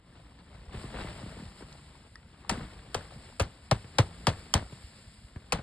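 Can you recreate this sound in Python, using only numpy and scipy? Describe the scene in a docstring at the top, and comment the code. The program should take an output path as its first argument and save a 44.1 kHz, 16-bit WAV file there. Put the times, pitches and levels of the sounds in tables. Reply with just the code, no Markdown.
"""A snow-covered tent in the open on a mountain. Its cloth rustles, crumbs patter and loose snow hisses down
it throughout. Boots shift in the snow, creases flick and a faint hum comes and goes. The tent is shaken
by hand: walls heave and panels pop taut. A pole clicks on something hard, then smacks the taut fly
eight times. Each blow cracks, sends a falling whoop through the cloth and ends in a drum-like thump;
the cloth rattles, snow sprays off and the tent sways on."""
import sys
import numpy as np
from scipy import signal
from scipy.fft import rfft, irfft
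from scipy.io import wavfile

SR = 44100
rng = np.random.default_rng(int(sys.argv[2]) if len(sys.argv) > 2 else 0)


def master_out(mix):
    """Clip the mix to full scale and print it as 16-bit PCM to the path in sys.argv[1]."""
    frames = np.transpose(np.atleast_2d(mix))
    ceiling = np.clip(frames, -1, 1)
    pcm = np.round(ceiling * 32767).astype(np.int16)
    wavfile.write(sys.argv[1], SR, pcm)


N = 248238
TIME = np.arange(N) / SR
LEAD_S = 0.02  # silence ahead of each impact
FIRM_DB = -20  # thump of a firm blow, the reference for sway and rattle

# blows of the pole: t/s, crack/dB, brightness/(dB per octave), crack t60/s, contact along the pole/0-1,
# shaft ring/dB, ping f/Hz, ping/dB, cloth tension/factor on the knock's pitch, knock/dB, whoop/dB,
# thump/dB, panel f/Hz, rattle/dB, spray/dB, loosened snow/dB
BLOWS = [ (2.494, -20, 5.5, 0.036, 0.38, -32, 2720, -23, 1.23, -22, -31, -36.5, 76.8, -34.5, -38, -58),
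         (2.9445, -24, 4, 0.038, .5, -33, 1540, -23, 1.25, -29, -35, -49, 95, -41.5, -44.5, -57.5),
         (3.3968, -24.5, 3.5, 0.066, 0, -30, 1510, -27, .88, -22, -21.5, -25.5, 85.2, -32, -64, -63),
         (3.7119, -18, -3, 0.056, .39, -31, 4160, -18.5, 1.06, -16, -28, -15, 106.6, -34.5, -46, -59),
         (3.9840, -16.5, 2, 0.048, 0.37, -31, 3800, -17, 1.38, -16.5, -17.5, -12, 92.4, -28, -41, -57.5),
         (4.269, -17, 3, 0.026, .09, -27.5, 2050, -21, 1.53, -18.5, -17.5, -14.5, 96.3, -27, -41, -56.5),
         (4.539, -16.5, 10, 0.015, .5, -21.5, 6100, -10, 1.04, -23, -14, -20, 82.1, -27, -40.5, -62.5),
         (5.5223, -20.5, 1.5, 0.04, .39, -28.5, 2570, -13.5, 1.37, -25, -24.5, -30, 72.4, -34.5, -43.5, -76)]
# colour of the pole's first bright snap: f/Hz, level/dB
SNAP = [(400, -30), (1200, 8), (3000, 1.5), (5000, 13), (7000, -5), (9000, 7), (11000, -14.5),
        (11700, -10.5), (12600, -50)]
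# colour of cracking cloth: f/Hz, level/dB
CRACK = [(60, -6), (250, -1), (500, 6), (800, 1), (1400, 2), (2000, -4.5), (2700, -2.5), (3400, -10),
         (4600, -11), (6500, -15.5), (8600, -19), (11200, -27.5), (12500, -49)]


def amp(db):
    """Decibels to gain."""
    return 10 ** (np.asarray(db) / 20)


def unit(x):
    """Scales to an rms of one."""
    return x / np.sqrt(np.mean(x ** 2) + 1e-20)


def curve(points, hz):
    """Joins (f/Hz, value) points on a log-frequency axis."""
    f, value = np.transpose(points)
    return np.interp(np.log(hz + 1), np.log(f + 1), value)


def add(mix, s, sound):
    """Mixes a sound in at s seconds."""
    part = mix[:, round(s * SR):][:, :sound.shape[-1]]
    part += sound[..., :part.shape[1]]


def clock(n):
    """Seconds since an impact, held at zero through the silent lead."""
    return np.maximum(np.arange(n) / SR - LEAD_S, 0)


def dying(t, rise, t60):
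    """A quick attack, then an exponential decay."""
    return (1 - np.exp(-t / rise)) * np.exp(-np.log(1000) * t / t60)


def wander(n, hz):
    """Random drift with an rms of one, moving at rates up to about hz."""
    f = np.fft.rfftfreq(n, 1 / SR)
    return unit(irfft(rfft(rng.standard_normal(n)) * np.exp(-(f / hz) ** 2) * (f > 0), n))


def flicker(n, db, hz):
    """A gain that wanders by db rms: surges when slow, grit when fast."""
    return amp(db * wander(n, hz))


def noise(spectrum, envelope, tilt_db=0):
    """Coloured stereo noise that follows an envelope; tilt_db per octave tips its treble."""
    # likeness of left and right: f/Hz, correlation/0-1
    likeness = [(200, .995), (1000, .88), (1800, .9), (2600, .7), (4600, .65), (5800, .97), (8000, .96),
                (11000, .92)]
    n = len(envelope)
    hz = np.fft.rfftfreq(n, 1 / SR)
    mid, side = rfft(rng.standard_normal((2, n)) * envelope)
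    same = curve(likeness, hz)
    pair = np.sqrt(1 + same) * mid + np.sqrt(1 - same) * side * np.array([[1], [-1]])
    colour = amp(curve(spectrum, hz) + tilt_db * np.log2(1 + hz / 1000))
    return unit(irfft(pair * colour, n)) * np.sqrt(np.mean(envelope ** 2))


def ringing(t, modes, level_db, rise=0.00048):
    """The dying modes of a struck thing."""
    return sum(amp(level_db + db) * dying(t, rise, t60) * np.sin(2 * np.pi * hz * t)
               for hz, db, t60 in modes)


def stirred_cloth():
    """Moving cloth billows, rustles and sheds snow and crumbs of crust, all louder the harder it moves."""
    # how hard the cloth is stirred: t/s, level/dB
    stirring = [(0, -64.5), (.19, -58), (.33, -60), (.71, -54.5), (.745, -45.5), (.91, -48), (.965, -40.5),
                (1.03, -39.5), (1.12, -47.5), (1.32, -47.5), (1.52, -55), (2.2, -61.5), (2.46, -56),
                (2.6, -47.5), (2.76, -55), (3.15, -55.5), (3.6, -59), (4.15, -54.5), (4.72, -57.5),
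                (5.24, -64.5), (5.62, -55.5)]
    # colour of the billowing walls: f/Hz, level/dB
    billow_colour = [(20, -31), (35, -3), (55, 7.5), (120, 0), (200, -2), (320, -17), (700, -65)]
    # colour of the rustle: f/Hz, level/dB
    rustle_colour = [(130, -4.5), (270, 2), (650, -1.5), (1000, -4), (1500, -6.5), (2400, -8.5),
                     (4000, -13), (9000, -52), (12500, -85)]
    cloth_db = np.interp(TIME, *np.transpose(stirring))
    stir_db = cloth_db + 56  # relative to a gentle stir
    flaps = unit(flicker(N, db=1.5, hz=30))
    billow = noise(billow_colour, amp(-53 + 0.81 * stir_db) * flaps)
    creases = unit(flicker(N, db=1.8, hz=200))
    surges = unit(flicker(N, db=1.5, hz=21.3))
    rustle = noise(rustle_colour, amp(cloth_db - 3) * creases * surges)
    crust = amp(cloth_db - 9) * crumbs(N, range_hz=(528, 4540), per_s=480, pitches=24)
    return billow + rustle + crust + sliding_snow(stir_db)


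def crumbs(n, range_hz, per_s, pitches):
    """Grains of snow patter on the cloth, each ringing for a few cycles; most are small."""
    out, t = np.zeros(n), np.arange(SR // 40) / SR
    for hz in np.geomspace(*range_hz, pitches):
        sizes = amp(-16 * rng.random(n)) * rng.choice([-1, 1], n)
        lands = rng.random(n) < per_s / pitches / SR
        grain = dying(t, rise=0.5 / hz, t60=9.7 / hz) * np.sin(2 * np.pi * hz * t)
        out += signal.oaconvolve(lands * sizes, grain)[:n]
    return unit(out)


def sliding_snow(stir_db):
    """Snow and icy pellets run down when the cloth stirs, after a tug or blow, and as a patch lets go."""
    # tugs of the hand: t/s, loosened snow/dB
    tugs = [(.722, -56.5), (.94, -57.5)]
    # patches slipping off late: crest t/s, half length/s, level/dB
    slips = [(1.675, 0.31, -60.5), (3.3, 0.053, -59.5), (4.98, 0.28, -59)]
    # colour of the hiss as heard, bright with hollow gaps near 6 and 10 kHz: f/Hz, level/dB
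    heard_colour = [(800, 5), (2000, 10.5), (3200, 9), (4500, 10.5), (5250, 12.5), (5900, -34),
                    (6500, -15.5), (7000, 7), (8900, 10), (10400, -13.5), (11400, 0.5), (12300, -67)]
    lag_s = 0.017  # the snow trails the cloth
    hold = np.exp(-1 / (lag_s * SR))
    power = signal.lfilter([1 - hold], [1, -hold], amp(-66 + 0.82 * stir_db) ** 2)
    for s, *_, snow_db in tugs + BLOWS:
        power += (amp(snow_db) * dying(np.maximum(TIME - s, 0), rise=0.0075, t60=4.25)) ** 2
    for s, half_length, slip_db in slips:
        power += (amp(slip_db) * np.exp(-((TIME - s) / half_length) ** 2 / 2)) ** 2
    flow = np.sqrt(power) * flicker(N, db=1, hz=15)  # it runs in spurts
    grains = unit(flicker(N, db=1.5, hz=2000))
    pellets = amp(-15.5) * flow * crumbs(N, range_hz=(2200, 4700), per_s=160, pitches=10)
    return noise(heard_colour, flow * grains) + pellets


def hum():
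    """A faint low hum swells now and then, its pitch wavering."""
    # swells: crest t/s, half length/s, f/Hz, level/dB
    swells = [(0.303, 0.21, 284.3, -62.5), (1.744, 0.11, 150.3, -53.5), (3.38, 0.17, 249, -63),
              (4.19, 0.27, 173, -52), (4.44, 0.31, 239.8, -58.5), (5.163, 0.18, 219.4, -59.5)]
    out = np.zeros(N)
    for s, half_length, hz, level_db in swells:
        turns = np.cumsum(hz * (1 + 0.0259 * wander(N, hz=13.3))) / SR
        out += amp(level_db) * np.exp(-((TIME - s) / half_length) ** 2) * np.sin(2 * np.pi * turns)
    return out


def boots():
    """Boots press into thin snow: a short, gritty crunch."""
    # shifts of the feet: t/s, level/dB
    steps = [(.145, -54), (.375, -55.5), (0.536, -52), (1.94, -67), (3.101, -50)]
    # colour of the crunch: f/Hz, level/dB
    crunch = [(150, -7), (500, 4), (1300, 0), (2200, -8), (4500, -6), (6000, -22), (8500, -20),
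              (12000, -60)]
    out, t = np.zeros((2, N)), clock(SR // 4)
    for s, level_db in steps:
        grit = flicker(len(t), db=3, hz=400)
        add(out, s - LEAD_S, amp(level_db) * noise(crunch, dying(t, rise=0.011, t60=0.19) * grit))
    return out


def crinkles():
    """A crease flicks over or a clod lands: a dry tick about an octave wide."""
    # creases and clods: t/s, level/dB, centre f/Hz
    ticks = [(0.167, -57, 900), (.262, -53, 800), (.394, -58, 1500), (.554, -59, 2800), (.694, -45, 800),
             (.710, -53, 2500), (0.747, -40, 1500), (.968, -40, 1300), (.988, -43, 1500),
             (1.009, -45, 1700), (1.021, -44, 1100), (1.072, -37, 1500), (1.454, -48, 3000),
             (1.626, -46, 420), (1.720, -45, 1090), (1.726, -45, 4300), (1.752, -43.5, 700),
             (1.952, -46.5, 900), (2.005, -56, 1000), (2.072, -61, 1200), (2.231, -57, 1900),
             (2.447, -40, 850), (2.556, -38, 1100), (2.595, -39, 1000), (2.611, -38, 1150),
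             (2.701, -46, 900), (2.791, -47.5, 2400), (2.863, -45, 650), (3.009, -41, 1600),
             (3.108, -45, 1000), (3.122, -41, 750), (3.325, -46, 800), (3.421, -36, 8000),
             (3.454, -49, 800), (3.843, -46, 2210), (4.109, -46, 900), (4.292, -47, 2700),
             (4.625, -41, 900), (4.727, -46, 2200), (4.774, -48, 800), (5.092, -61, 2600),
             (5.283, -52, 1900), (5.36, -42.5, 1390), (5.599, -46, 1090)]
    out, t = np.zeros((2, N)), clock(SR // 10)
    octaves = np.arange(-4, 5) / 2
    for s, level_db, hz in ticks:
        band = np.transpose([hz * 2 ** octaves, -13.5 * octaves ** 2])
        add(out, s - LEAD_S, amp(level_db) * noise(band, dying(t, rise=0.00061, t60=0.018)))
    return out


def wall_heaves():
    """A whole wall swings out and back: a soft bump of a cycle or two, with no snap."""
    # heaves: crest t/s, level/dB, f/Hz
    heaves = [(.69, -37.5, 59.4), (0.779, -32, 66.6), (1.029, -31.5, 75), (1.464, -36.5, 85),
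              (2.799, -41, 69.6), (4.782, -48, 78.6), (4.849, -39, 66), (5.081, -41, 84),
              (5.19, -44.5, 74.6), (5.25, -43, 63.6), (5.555, -30, 132)]
    out, t = np.zeros((2, N)), np.arange(SR // 5) / SR
    middle = t.mean()
    for s, level_db, hz in heaves:
        cycles = (t - middle) * hz
        bump = np.exp(-(cycles / 0.57) ** 2) * np.cos(2 * np.pi * cycles)
        add(out, s - middle, amp(level_db) * bump)
    return out


def panel_pops():
    """A slack panel jerks tight: a dull snap, a short falling whoop and a thump on its low note."""
    # pops: t/s, snap/dB, whoop/dB, thump/dB, panel f/Hz, fall of the whoop/Hz
    pops = [(0.695, -62, -59, -43, 79, 933), (0.745, -51, -58, -33, 84, 933),
            (0.84, -50, -30.5, -36, 130, 690), (1.009, -47, -41, -37, 93, 933),
            (1.045, -55, -29, -42, 109, 805), (1.233, -67, -40, -31.5, 116, 450),
            (1.261, -80, -35.5, -39, 153, 745), (1.368, -71, -37, -50, 188, 600),
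            (1.397, -78, -42, -39, 182, 500), (1.42, -78, -39, -40, 167, 596),
            (1.607, -51, -45, -51, 288, 500), (1.622, -48.5, -34, -57, 162, 660),
            (2.515, -46, -41, -31, 189, 600), (2.572, -50, -55, -29, 214, 500),
            (2.607, -47, -47, -32, 130, 905), (2.628, -52, -40, -38, 132, 600),
            (3.158, -54, -66, -35.5, 97, 930), (3.843, -52.5, -66, -36, 81.4, 933),
            (4.603, -63, -57, -33, 93, 933), (4.624, -56, -34, -45, 120, 930),
            (4.723, -52, -57, -33.5, 120, 780), (5.360, -48, -36, -30.5, 69, 840),
            (5.586, -41, -44, -34.5, 131, 933)]
    out, t = np.zeros((2, N)), clock(SR // 5)
    for s, snap_db, whoop_db, thump_db, panel_hz, fall_hz in pops:
        snap = amp(snap_db + 2.5) * noise(CRACK, dying(t, rise=0.00023, t60=0.085), tilt_db=-5.5)
        panel = membrane(t, whoop_db, thump_db, panel_hz, fall_hz,
                         glide_s=0.0027, whoop_t60=0.051, crest_s=0.00862, width_s=0.0092)
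        add(out, s - LEAD_S, snap + panel)
    return out


def membrane(t, whoop_db, thump_db, panel_hz, fall_hz, glide_s, whoop_t60, crest_s, width_s):
    """Short waves leave the cloth first: the tone falls to the panel's note, where the wall thumps."""
    turns = panel_hz * t + fall_hz * glide_s * (1 - np.exp(-t / glide_s))
    tone = np.sin(2 * np.pi * (np.interp(crest_s, t, turns) - turns))  # crosses zero at crest_s
    whoop = amp(whoop_db) * dying(t, rise=0.0016, t60=whoop_t60)
    thump = amp(thump_db) * np.exp(-((t - crest_s) / width_s) ** 2) * (1 - np.exp(-t / 0.011))
    ring = amp(thump_db - 16.5) * dying(t, rise=0.016, t60=0.32)
    return (whoop + thump + ring) * tone


def pole_click(s=2.1562, level_db=-38):
    """The pole knocks lightly on something hard as it is brought round: a tick and a short ring."""
    # tones of the click: f/Hz, level/dB, t60/s
    tones = [(1800, 2, 0.017), (1900, -13, 0.093), (1300, -7, .025), (4430, -8, 0.013), (5020, 0, 0.013),
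             (8200, -23, 0.0035)]
    out, t = np.zeros((2, N)), clock(SR // 5)
    tick = amp(level_db - 4.5) * noise(SNAP, dying(t, rise=0.00017, t60=0.0086))
    add(out, s - LEAD_S, tick + ringing(t, tones, level_db))
    return out


def pole_blows():
    """The pole snaps and cracks on the fly, which answers like a drum, rattles and throws off snow."""
    # hollow knock of the cloth round the struck spot: f/Hz, level/dB, t60/s
    knock_modes = [(423, -12, 0.056), (613.5, 2.5, 0.035), (743, 0, 0.045), (954, -8, 0.023),
                   (1360, -21, 0.016)]
    out, t = np.zeros((2, N)), clock(SR // 2)
    for (s, crack_db, bright_db, crack_t60, contact, shaft_db, ping_hz, ping_db, tension,
         knock_db, whoop_db, thump_db, panel_hz, rattle_db, spray_db, _) in BLOWS:
        snap = amp(crack_db + 2) * noise(SNAP, dying(t, rise=0.001, t60=0.014), bright_db)
        slaps = flicker(len(t), db=3.74, hz=1400)  # the shaft lands along its length in tiny slaps
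        crack = noise(CRACK, dying(t, rise=0.0016, t60=crack_t60) * slaps, bright_db)
        crack = amp(crack_db + 0.5) * dispersed(damped(crack, t))
        tuned_modes = [(hz * tension, db, t60) for hz, db, t60 in knock_modes]
        knock = ringing(t, tuned_modes, knock_db, rise=0.0038)
        ping = ringing(t, [(ping_hz, 0, 0.014)], ping_db)
        # the lower the panel's note, the later and longer its thump
        wall = membrane(t, whoop_db, thump_db, panel_hz, fall_hz=1630, glide_s=0.396 / panel_hz,
                        whoop_t60=0.037, crest_s=1.692 / panel_hz, width_s=0.84 / panel_hz)
        hit = ground_bounce(snap + crack + knock + ping + wall + shaft_ring(t, shaft_db, contact))
        add(out, s - LEAD_S, hit + cloth_rattle(t, rattle_db, thump_db) + snow_spray(t, spray_db))
    return out


def damped(x, t, above_hz=5300, decay_s=0.045):
    """Wet cloth soaks up the treble first."""
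    hz = np.fft.rfftfreq(x.shape[1], 1 / SR)
    low = irfft(rfft(x) / (1 + (hz / above_hz) ** 4), x.shape[1])
    return low + (x - low) * np.exp(-t / decay_s)


def dispersed(x, bass_lag_s=0.01403, half_lag_hz=261.5):
    """Long waves cross taut cloth slowly, so the bass arrives behind the treble."""
    hz = np.fft.rfftfreq(x.shape[1], 1 / SR)
    turns = bass_lag_s * half_lag_hz * np.arctan(hz / half_lag_hz)
    return irfft(rfft(x) * np.exp(-2j * np.pi * turns), x.shape[1])


def shaft_ring(t, level_db, contact):
    """Each bending mode of the pole speaks only as far as it moves at the point of contact."""
    # modes from the fourth upwards, choked by the cloth: f/Hz, level/dB, t60/s
    modes = [(2280, -14, 0.026), (3125, 9.5, 0.016), (4200, -21, 0.016), (4930, 5, 0.021),
             (5950, -16, 0.016), (9200, 5, 0.013)]
    shapes = np.sin(np.pi * contact * (4 + np.arange(len(modes))))
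    return sum(shape * ringing(t, [mode], level_db) for shape, mode in zip(shapes, modes))


def ground_bounce(x, delay_s=0.001534, gain=0.18, soft_hz=1900):
    """Adds a dull reflection off the snow, which hollows the low mids."""
    hz = np.fft.rfftfreq(x.shape[1], 1 / SR)
    bounce = gain * np.exp(-2j * np.pi * hz * delay_s) / (1 + (hz / soft_hz) ** 2)
    return irfft(rfft(x) * (1 + bounce), x.shape[1])


def cloth_rattle(t, level_db, thump_db):
    """The struck cloth rattles in clumps; a slack wall thumps less and rattles longer."""
    # colour of the rattle: f/Hz, level/dB
    colour = [(25, -2), (60, 9), (130, 7.5), (300, -4.5), (650, -0.5), (1400, -6.5), (2400, -10.5),
              (4500, -12.5), (6800, -20.5), (9000, -21), (11500, -31), (12500, -60)]
    clumps = flicker(len(t), db=2, hz=240)
    t60 = 0.15 * 2 ** ((FIRM_DB - thump_db) / 36)
    rattle = amp(level_db + 7.5) * noise(colour, dying(t, rise=0.0029, t60=t60) * clumps)
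    return dispersed(damped(rattle, t))


def snow_spray(t, level_db):
    """Snow thrown off by a blow hisses and patters back down."""
    # colour of the spray as heard, with a hollow gap near 6 kHz: f/Hz, level/dB
    colour = [(120, 11), (300, 7.5), (700, -1), (1500, -2), (2600, -8.5), (4700, -9), (6000, -28),
              (7400, -2.5), (9000, -0.5), (12000, -40)]
    grit = flicker(len(t), db=0.5, hz=500)
    thrown = amp(level_db) * dying(t, rise=0.0043, t60=0.45)
    patter = amp(-3) * thrown * crumbs(len(t), range_hz=(465, 2530), per_s=330, pitches=12)
    return damped(noise(colour, thrown * grit), t) + patter


def tent_sway():
    """The whole tent sways on after each blow: a low rumble that grows with the thump."""
    # colour of the sway: f/Hz, level/dB
    colour = [(20, -25), (45, 6), (72, 12), (110, -19), (180, -3), (320, -33), (700, -51)]
    power = np.zeros(N)
    for s, *_, thump_db, _panel_hz, _rattle_db, _spray_db, _snow_db in BLOWS:
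        gain = amp(-41 + 0.26 * (thump_db - FIRM_DB))
        power += (gain * dying(np.maximum(TIME - s, 0), rise=0.019, t60=0.55)) ** 2
    return noise(colour, np.sqrt(power))


def rebounds():
    """The whipping shaft meets the cloth again just after a blow: a short, dry slap."""
    # slaps: t/s, level/dB, brightness/(dB per octave)
    slaps = [(2.502, -33, -1), (2.9483, -20, -3), (3.4025, -28, 7), (3.4076, -20, -18),
             (3.7127, -15.5, 2.5), (3.9856, -15, 3), (3.9902, -15, -6), (5.5281, -18.5, 7)]
    out, t = np.zeros((2, N)), clock(SR // 10)
    for s, level_db, bright_db in slaps:
        slap = noise(CRACK, dying(t, rise=0.00034, t60=0.014), bright_db)
        add(out, s - LEAD_S, amp(level_db) * dispersed(slap))
    return out


def scene():
    """All layers summed with no reverb, as over open snow."""
    handling = stirred_cloth() + hum() + boots() + crinkles() + wall_heaves() + panel_pops()
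    return handling + pole_click() + pole_blows() + tent_sway() + rebounds()


def record(dry):
    """Two microphone ports hear each pitch at their own level and phase; the top treble is cut."""
    # balance of the ports: f/Hz, left minus right/dB
    balance = [(150, 0), (350, 1.5), (760, 10), (1080, 5), (1400, 7), (1800, .7), (2600, 2), (4000, 1),
               (8000, .3)]
    # phase between the ports: f/Hz, lead of the left/rad
    phase = [(700, 0), (1200, -.4), (1700, 0), (2100, .8), (2450, 2.2), (3200, 1.3), (4100, .3),
             (5000, 1.9), (6000, 3.3), (8000, 6.3), (10200, 9.4), (12000, 12.6)]
    hz = np.fft.rfftfreq(N, 1 / SR)
    side = np.array([[0.5], [-0.5]])
    gains = amp(side * curve(balance, hz))
    gains /= np.sqrt(np.mean(gains ** 2, axis=0))  # constant power
    heard = irfft(rfft(dry) * gains * np.exp(1j * side * curve(phase, hz)), N)
    lowpass = signal.firwin(141, cutoff=12400, window=("kaiser", 9), fs=SR)
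    return signal.oaconvolve(heard, lowpass[None], "same")


dry = scene()
out = record(dry)
master_out(out)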